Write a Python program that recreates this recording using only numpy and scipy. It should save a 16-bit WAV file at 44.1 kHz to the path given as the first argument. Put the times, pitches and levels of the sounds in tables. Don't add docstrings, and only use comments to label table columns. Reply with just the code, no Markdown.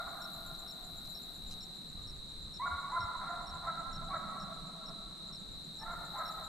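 import sys
import numpy as np
from scipy import signal
from scipy.fft import rfft, irfft
from scipy.io import wavfile

SR = 44100
rng = np.random.default_rng(int(sys.argv[2]) if len(sys.argv) > 2 else 0)


def materialize(psi):
    bounded = np.clip(np.atleast_2d(psi).T, -1, 1)
    quanta = np.round(bounded * 32767).astype(np.int16)
    wavfile.write(sys.argv[1], SR, quanta)


N = 285768
TIME = np.arange(N) / SR


def gain_of(db):
    return 10 ** (np.asarray(db) / 20)


def evened(x):
    return x / np.sqrt(np.mean(x ** 2) + 1e-20)


def read(points, hz):
    point_hz, value = np.transpose(points)
    return np.interp(np.log(hz + 1), np.log(point_hz + 1), value)


def level(curve, t=TIME):
    return gain_of(np.interp(t, *np.transpose(curve)))


def placed(left_db):
    return gain_of(np.array([[1], [-1]]) * left_db / 2)


def add(mix, s, sound):
    part = mix[max(round(s * SR), 0):][:len(sound)]
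    part += sound[:len(part)]


def wander(size, hz):
    long_size = size + SR
    f = np.fft.rfftfreq(long_size, 1 / SR)
    spectrum = rfft(rng.standard_normal(long_size)) * np.exp(-(f / hz) ** 2)
    return evened(irfft(spectrum))[:size]


def progress(length):
    return np.linspace(0, 1, max(round(length * SR), 16))


def noise(spectrum, same):
    # pitch_hz, lead_radians
    lead_phase = [(0, -0.26), (1300, 0), (2150, -0.68), (3450, -1.16), (4220, -0.097), (6000, -0.77),
                  (15000, 0.43)]
    hz = np.fft.rfftfreq(N, 1 / SR)
    same = np.clip(same, 0, 1)
    left, other = rfft(rng.standard_normal((2, N)))
    right = same * left + np.sqrt(1 - same ** 2) * other
    right = right * np.exp(-1j * read(lead_phase, hz))
    coloured = np.array([left, right]) * gain_of(read(spectrum, hz))
    return evened(irfft(coloured, N))


def strokes(rate_hz, sharp, uneven):
    turns = np.cumsum(rate_hz * (1 + uneven * wander(N, 6.7))) / SR
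    return evened(np.exp(sharp * np.cos(2 * np.pi * turns)))


def turned(t=TIME):
    # time_s, share_turned (0-1)
    turning = [(1.5, 0), (2.05, 0.88), (5.2, 1), (6.1, 0.1)]
    return np.interp(t, *np.transpose(turning))


def woods(x, early_db, late_db, early_t60, same, onset=0.024):
    # pitch_hz, time_s
    ring_times = [(500, 4.4), (750, 3.55), (1300, 2.85), (2200, 1.92)]
    size = 3 * SR
    taps = rng.standard_normal((2, size)) * (rng.random((2, size)) < 1 / 10)
    same = np.clip(same, 0, 1)
    taps[1] = same * taps[0] + np.sqrt(1 - same ** 2) * taps[1]
    hz, t, bands = signal.stft(taps, SR, nperseg=512)
    decay = gain_of(-60 * t / read(ring_times, hz)[:, None])
    late = signal.istft(bands * decay, SR, nperseg=512)[1][:, :size]
    t = np.arange(size) / SR
    early = taps[:, ::-1] * gain_of(-60 * t / early_t60)
    tail = gain_of(early_db) * early / np.linalg.norm(early[0])
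    tail = tail + gain_of(late_db) * late / np.linalg.norm(late[0])
    tail = tail * np.minimum(t / onset, 1) ** 2
    return signal.fftconvolve(x[None], tail, axes=1)[:, :len(x)]


def voice(hz, partials, rough, jitter, shimmer=0.97, breathy=0.97):
    # centre_hz, width_hz, level_db
    throat_peaks = [(706, 320, -0.5), (1044, 250, -2), (1265, 206, 2), (1610, 210, -10.5),
                    (1944, 610, -11.5)]
    size = len(hz)
    rough = np.clip(rough, 0, 1)
    turns = np.cumsum(hz * (1 + jitter * (0.29 + rough) * wander(size, 126))) / SR
    folds = np.zeros(size)
    for multiple, db in partials:
        folds += gain_of(db) * np.sin(2 * np.pi * (multiple * turns + rng.random()))
    folds *= np.exp(shimmer * rough * wander(size, 164))
    puffs = rng.standard_normal(size) * (1 + 0.49 * np.cos(2 * np.pi * turns))
    f = np.fft.rfftfreq(size, 1 / SR)
    throat = np.zeros(len(f))
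    for centre, width, db in throat_peaks:
        throat += gain_of(db) / (1 + ((f - centre) / width * 2) ** 2) ** 2
    breath = irfft(rfft(puffs) * throat, size)
    breath_share = np.clip(breathy * rough, 0, 1)
    return np.sqrt(1 - breath_share) * evened(folds) + np.sqrt(breath_share) * evened(breath)


def yelp(length, top_hz, db, rough, octave_db):
    u = progress(length)
    hz = top_hz * (1 - 0.08 * (1 - u / 0.734) ** 2)
    swell = signal.windows.tukey(len(u), .3) * gain_of(4.5 * (u - 1.35))
    return gain_of(db) * swell * voice(hz, [(1, 0), (2, octave_db)], rough, jitter=0.026)


def bay(length, pitch_hz, db, fundamental_db, rough):
    u = progress(length)
    hz = pitch_hz * (1.016 - .22 * (u - .45) ** 2)
    partials = [(1, fundamental_db), (3 / 2, -17), (2, 0), (5 / 2, -24), (3, -25)]
    shape = signal.windows.tukey(len(u), .55)
    return gain_of(db) * shape * voice(hz, partials, rough, jitter=0.046)


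def hounds(lead=1, flutter_db=1.5):
    # break_s, whine_hz, whine_db,
    # yelp_length_s (up to the break), yelp_hz, yelp_db, yelp_roughness (0-1),
    # bay_length_s, bay_hz, bay_db, bay_fundamental_db (against its octave), bay_roughness (0-1)
    calls = [(-.42, 762, -43, 0.061, 832, -44, 0.4, 0.077, 659.6, -37, -1.5, 0.27),
             (-.11, 802, -43, .048, 1180, -41.5, 0.3, 0.081, 699.7, -39.5, -8, 0.23),
             (2.652, 1018, -33, .035, 1127, -30, 0.01, .036, 695.2, -33.5, -13.5, .06),
             (2.952, 881, -46, .036, 1024, -30.5, 0.03, .041, 673.7, -34, -13.5, 0.02),
             (3.267, 800, -45, .036, 1107, -41, 0.67, 0.058, 680.3, -39.5, -6, 0.17),
             (3.666, 804, -45.5, .028, 1052, -39, 0.33, 0.0502, 666, -32.5, -12, .06),
             (4.128, 789, -46, .026, 1129, -34.5, 0.13, 0.056, 658.2, -35.5, -9, .18),
             (5.838, 848, -57, .03, 891, -41.5, .25, 0.1374, 678.3, -41, -8.5, 0.21),
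             (6.183, 822, -41.5, .028, 1047, -39, 0.27, 0.0547, 638.5, -36.5, -11.5, .2)]
    # pitch_hz, octave_db
    octave_levels = [(890, -5.5), (1020, -21.5)]
    # start_s, length_s, pitch_hz, level_db
    far_calls = [(.72, 0.16, 750, -61.5), (1.201, 0.13, 755, -63.5), (1.479, .15, 765, -65),
                 (1.959, 0.069, 1232, -62.5), (2.46, 0.06, 1286, -67)]
    whine_s, overlap_s = .032, .01
    straight = np.zeros(N + lead * SR)
    for s, whine_hz, whine_db, yelp_s, yelp_hz, yelp_db, yelp_rough, *body in calls:
        breaks = s + lead
        whine = yelp(whine_s, whine_hz, whine_db, yelp_rough, octave_db=-17.5)
        add(straight, breaks - yelp_s - whine_s + overlap_s, whine)
        octave_db = read(octave_levels, yelp_hz)
        add(straight, breaks - yelp_s, yelp(yelp_s + overlap_s, yelp_hz, yelp_db, yelp_rough, octave_db))
        add(straight, breaks, bay(*body))
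    for s, *details in far_calls:
        add(straight, s + lead, far_howl(*details))
    ring = woods(straight, early_db=-5, late_db=-2.5, early_t60=0.88, same=0.75)
    ring *= gain_of(flutter_db * wander(len(straight), 20))
    both = gain_of(-2.5) * straight + ring
    return placed(-1.3) * both[:, lead * SR:]


def chorus(count=20):
    # pitch_hz, level_db (per Hz)
    band_colour = [(2900, -53), (3350, -26.5), (3580, -16.5), (3780, -1.5), (4020, -2), (4200, -5.5),
                   (4420, -20.5), (4750, -27.5), (5400, -49.5)]
    singers = np.zeros((2, N))
    for pitch, speed, side, start in rng.random((count, 4)):
        stroke_rate = (40 + 16 * speed) * (1 + .03 * wander(N, 3))
        stroke = (start + np.cumsum(stroke_rate) / SR) % 1
        hz = (3770 + 320 * pitch) * (1 - 0.054 * (stroke - .5))
        phase = 2 * np.pi * np.cumsum(hz) / SR
        singers += np.sin(np.pi * stroke) ** 2 * np.sin([phase, phase + 3 * (side - .4)])
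    mix = gain_of(-3) * evened(singers) + noise(band_colour, same=0.36)
    loudness = gain_of(-50 - 0.72 * turned() + 0.5 * wander(N, 6.3))
    return placed(3 - 2.3 * turned()) * loudness * mix


def katydid():
    # pitch_hz, level_db (per Hz)
    buzz_colour = [(8500, -29), (10400, -7), (11200, -9), (11750, 3), (12150, 2.5), (12500, -3),
                   (13100, -9), (14000, -21), (15700, -26)]
    # peak_s, level_db
    buzz_swells = [(.37, -68), (1.13, -70), (1.95, -78), (6.26, -72.5)]
    rise_s, fall_s, rest_db, away_db = 0.21, 0.23, -76.5, -9
    loudness = gain_of(rest_db)
    for s, db in buzz_swells:
        distance = np.maximum((s - TIME) / rise_s, (TIME - s) / fall_s)
        loudness = loudness + gain_of(db) * np.exp(-distance)
    loudness = loudness * gain_of(away_db * turned())
    rasp = strokes(69, sharp=0.62, uneven=0.0088)
    return placed(16.6) * loudness * rasp * noise(buzz_colour, same=0.45)


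def ground_crickets():
    # pitch_hz, level_db (per Hz)
    trill_colour = [(6300, -9), (7100, -2), (7700, 0.5), (8150, -2.5), (8500, 5.5), (8800, -3), (9800, -60)]
    loudness = gain_of(-66.4 - 0.7 * turned())
    return placed(2.6) * loudness * strokes(65, sharp=0.17, uneven=0.047) * noise(trill_colour, same=0.66)


def far_lisp():
    lisp_colour = [(8700, -71), (9250, -3), (9500, -3), (10200, -58)]  # pitch_hz, level_db (per Hz)
    loudness = gain_of(-78 - 4 * turned())
    return placed(3.8) * loudness * strokes(4.45, sharp=1.3, uneven=0.24) * noise(lisp_colour, same=1.0)


def leaf_air():
    # pitch_hz, level_db (per Hz)
    air_colour = [(20, -22), (150, -2), (300, 2.5), (450, -3.5), (800, -8.5), (1300, -8.5), (2000, -16),
                  (3000, -19), (6000, -20.5), (10000, -22.5), (12800, -26), (13800, -50), (15700, -57)]
    return placed(-1.9) * gain_of(-59.5) * noise(air_colour, same=0.31)


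def far_drone(waver_db=1.6):
    # pitch_hz, level_db (per Hz)
    drone_colour = [(20, -60), (90, -36), (125, -13.5), (150, 0.5), (185, -0.5), (230, -7), (320, -22.5),
                    (600, -43), (2000, -90)]
    # time_s, level_db
    drone_curve = [(0, -58.5), (3.2, -60), (3.38, -56.5), (4.3, -53.5), (5.2, -56.5), (5.7, -58.5),
                   (6.48, -58)]
    loudness = level(drone_curve) * gain_of(waver_db * wander(N, 6.2))
    return placed(-3.0) * loudness * noise(drone_colour, same=0.82)


def wind():
    # pitch_hz, level_db (per Hz)
    wind_colour = [(5, -7.5), (25, 1), (50, -8), (90, -11.5), (130, -15.5), (250, -33.5), (700, -54),
                   (2000, -100)]
    # time_s, level_db
    wind_curve = [(0, -58.5), (1.2, -57), (2.2, -51), (3.3, -56.5), (4.1, -53.5), (4.75, -60), (5.7, -54.5),
                  (6.48, -57)]
    every_s, peak_s = .498, .02
    throb_db = 3.5 * np.cos(2 * np.pi * (TIME - peak_s) / every_s)
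    gust_db = 2.2 * wander(N, 8.4)
    loudness = level(wind_curve) * gain_of(throb_db + gust_db)
    return placed(-1.1) * loudness * noise(wind_colour, same=0.81)


def small_cricket(hz=7290, arch=0.234, back_db=-8, gap_s=0.02, away_db=-7, uneven_db=1.2):
    # first_tick_s, last_tick_s, rate (about this many ticks per second)
    tick_runs = [(0.079, 1.469, 7.9), (1.621, 2.416, 7.6), (2.541, 4.659, 8), (5.266, 5.756, 8.1),
                 (5.913, 6.434, 7.7)]
    out = np.zeros((2, N))
    u = progress(0.027)
    for first, last, rate in tick_runs:
        for s in np.linspace(first, last, round((last - first) * rate) + 1):
            tick_db = -55.5 + away_db * turned(s) + uneven_db * rng.standard_normal()
            for delay, db in (0, 0), (gap_s, back_db):
                pitch = hz * (1 - arch * (u - .42) ** 2 + 0.008 * wander(len(u), 300))
                tone = np.sin(2 * np.pi * np.cumsum(pitch) / SR)
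                stroke = gain_of(tick_db + db) * np.sin(np.pi * u) * tone
                for channel in out:
                    add(channel, s + delay, stroke)
                    add(channel, s + delay + 0.0031 * rng.random(), gain_of(-10) * stroke)
    return placed(7.4) * out


def near_cricket(hz=5680, fall=0.055, gap_s=.0235, loose_s=0.0022):
    first_s, every_s = .213, .4646
    out = np.zeros((2, N))
    u = progress(0.02)
    for beat in np.arange(first_s, N / SR, every_s):
        s = beat + loose_s * rng.standard_normal()
        for k in range(2):
            pitch = hz * (1 - fall * u ** 0.5 + 0.0024 * rng.standard_normal())
            tone = np.sin(2 * np.pi * np.cumsum(pitch) / SR)
            stroke = gain_of(-53) * signal.windows.tukey(len(u), .4) * tone
            for channel in out:
                add(channel, s + k * gap_s, stroke)
                add(channel, s + k * gap_s + 0.0024 * rng.random(), gain_of(-11.5) * stroke)
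    return out + woods(out[0], early_db=-17, late_db=-30, early_t60=.15, same=.4)


def bumps():
    # centre_s, length_s, pitch_hz, level_db
    bump_list = [(.53, 0.039, 154.4, -47), (1.982, .1, 79, -48.5), (2.07, .07, 109, -49),
                 (2.738, 0.087, 76.1, -41.5), (3.005, .06, 102, -45.5), (3.045, 0.036, 84.5, -38.5),
                 (3.529, 0.087, 76.4, -47.5), (4.162, 0.057, 91, -53)]
    out = np.zeros(N)
    for s, length, hz, db in bump_list:
        u = progress(length)
        tone = np.sin(2 * np.pi * (hz * length * u + rng.random()))
        add(out, s - length / 2, gain_of(db) * np.sin(np.pi * u) ** 2 * tone)
    return out


def rustles():
    # centre_s, length_s, level_db
    rustle_list = [(0.552, 0.019, -64), (1.057, 0.024, -63), (1.074, 0.011, -61), (1.523, 0.057, -57),
                   (1.75, 0.013, -67), (6.287, .01, -63), (6.33, .01, -65)]
    # pitch_hz, level_db (per Hz)
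    rustle_colour = [(1500, -9), (5000, 5), (9000, 0), (13000, -18), (15000, -46)]
    loudness = np.zeros(N)
    for s, length, db in rustle_list:
        u = progress(length)
        burst = gain_of(db + 2.7 * wander(len(u), 400)) * np.sin(np.pi * u)
        add(loudness, s - length / 2, burst)
    return placed(3.3) * loudness * noise(rustle_colour, same=0.93)


def far_howl(length, pitch_hz, db):
    u = progress(length)
    hz = pitch_hz * (1.01 - 0.1 * (u - .5) ** 2)
    shape = signal.windows.tukey(len(u), .6)
    return gain_of(db) * shape * voice(hz, [(0.98, 0)], rough=0.44, jitter=0.027)


def scene():
    insects = chorus() + katydid() + ground_crickets() + far_lisp() + small_cricket() + near_cricket()
    outdoors = leaf_air() + far_drone() + wind()
    return hounds() + insects + outdoors + bumps() + rustles()


def record(dry):
    edge_hz = 15700
    band_limit = signal.firwin(511, edge_hz, window=("kaiser", 9), fs=SR)
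    return signal.oaconvolve(dry, band_limit[None], "same")


dry = scene()
out = record(dry)
materialize(out)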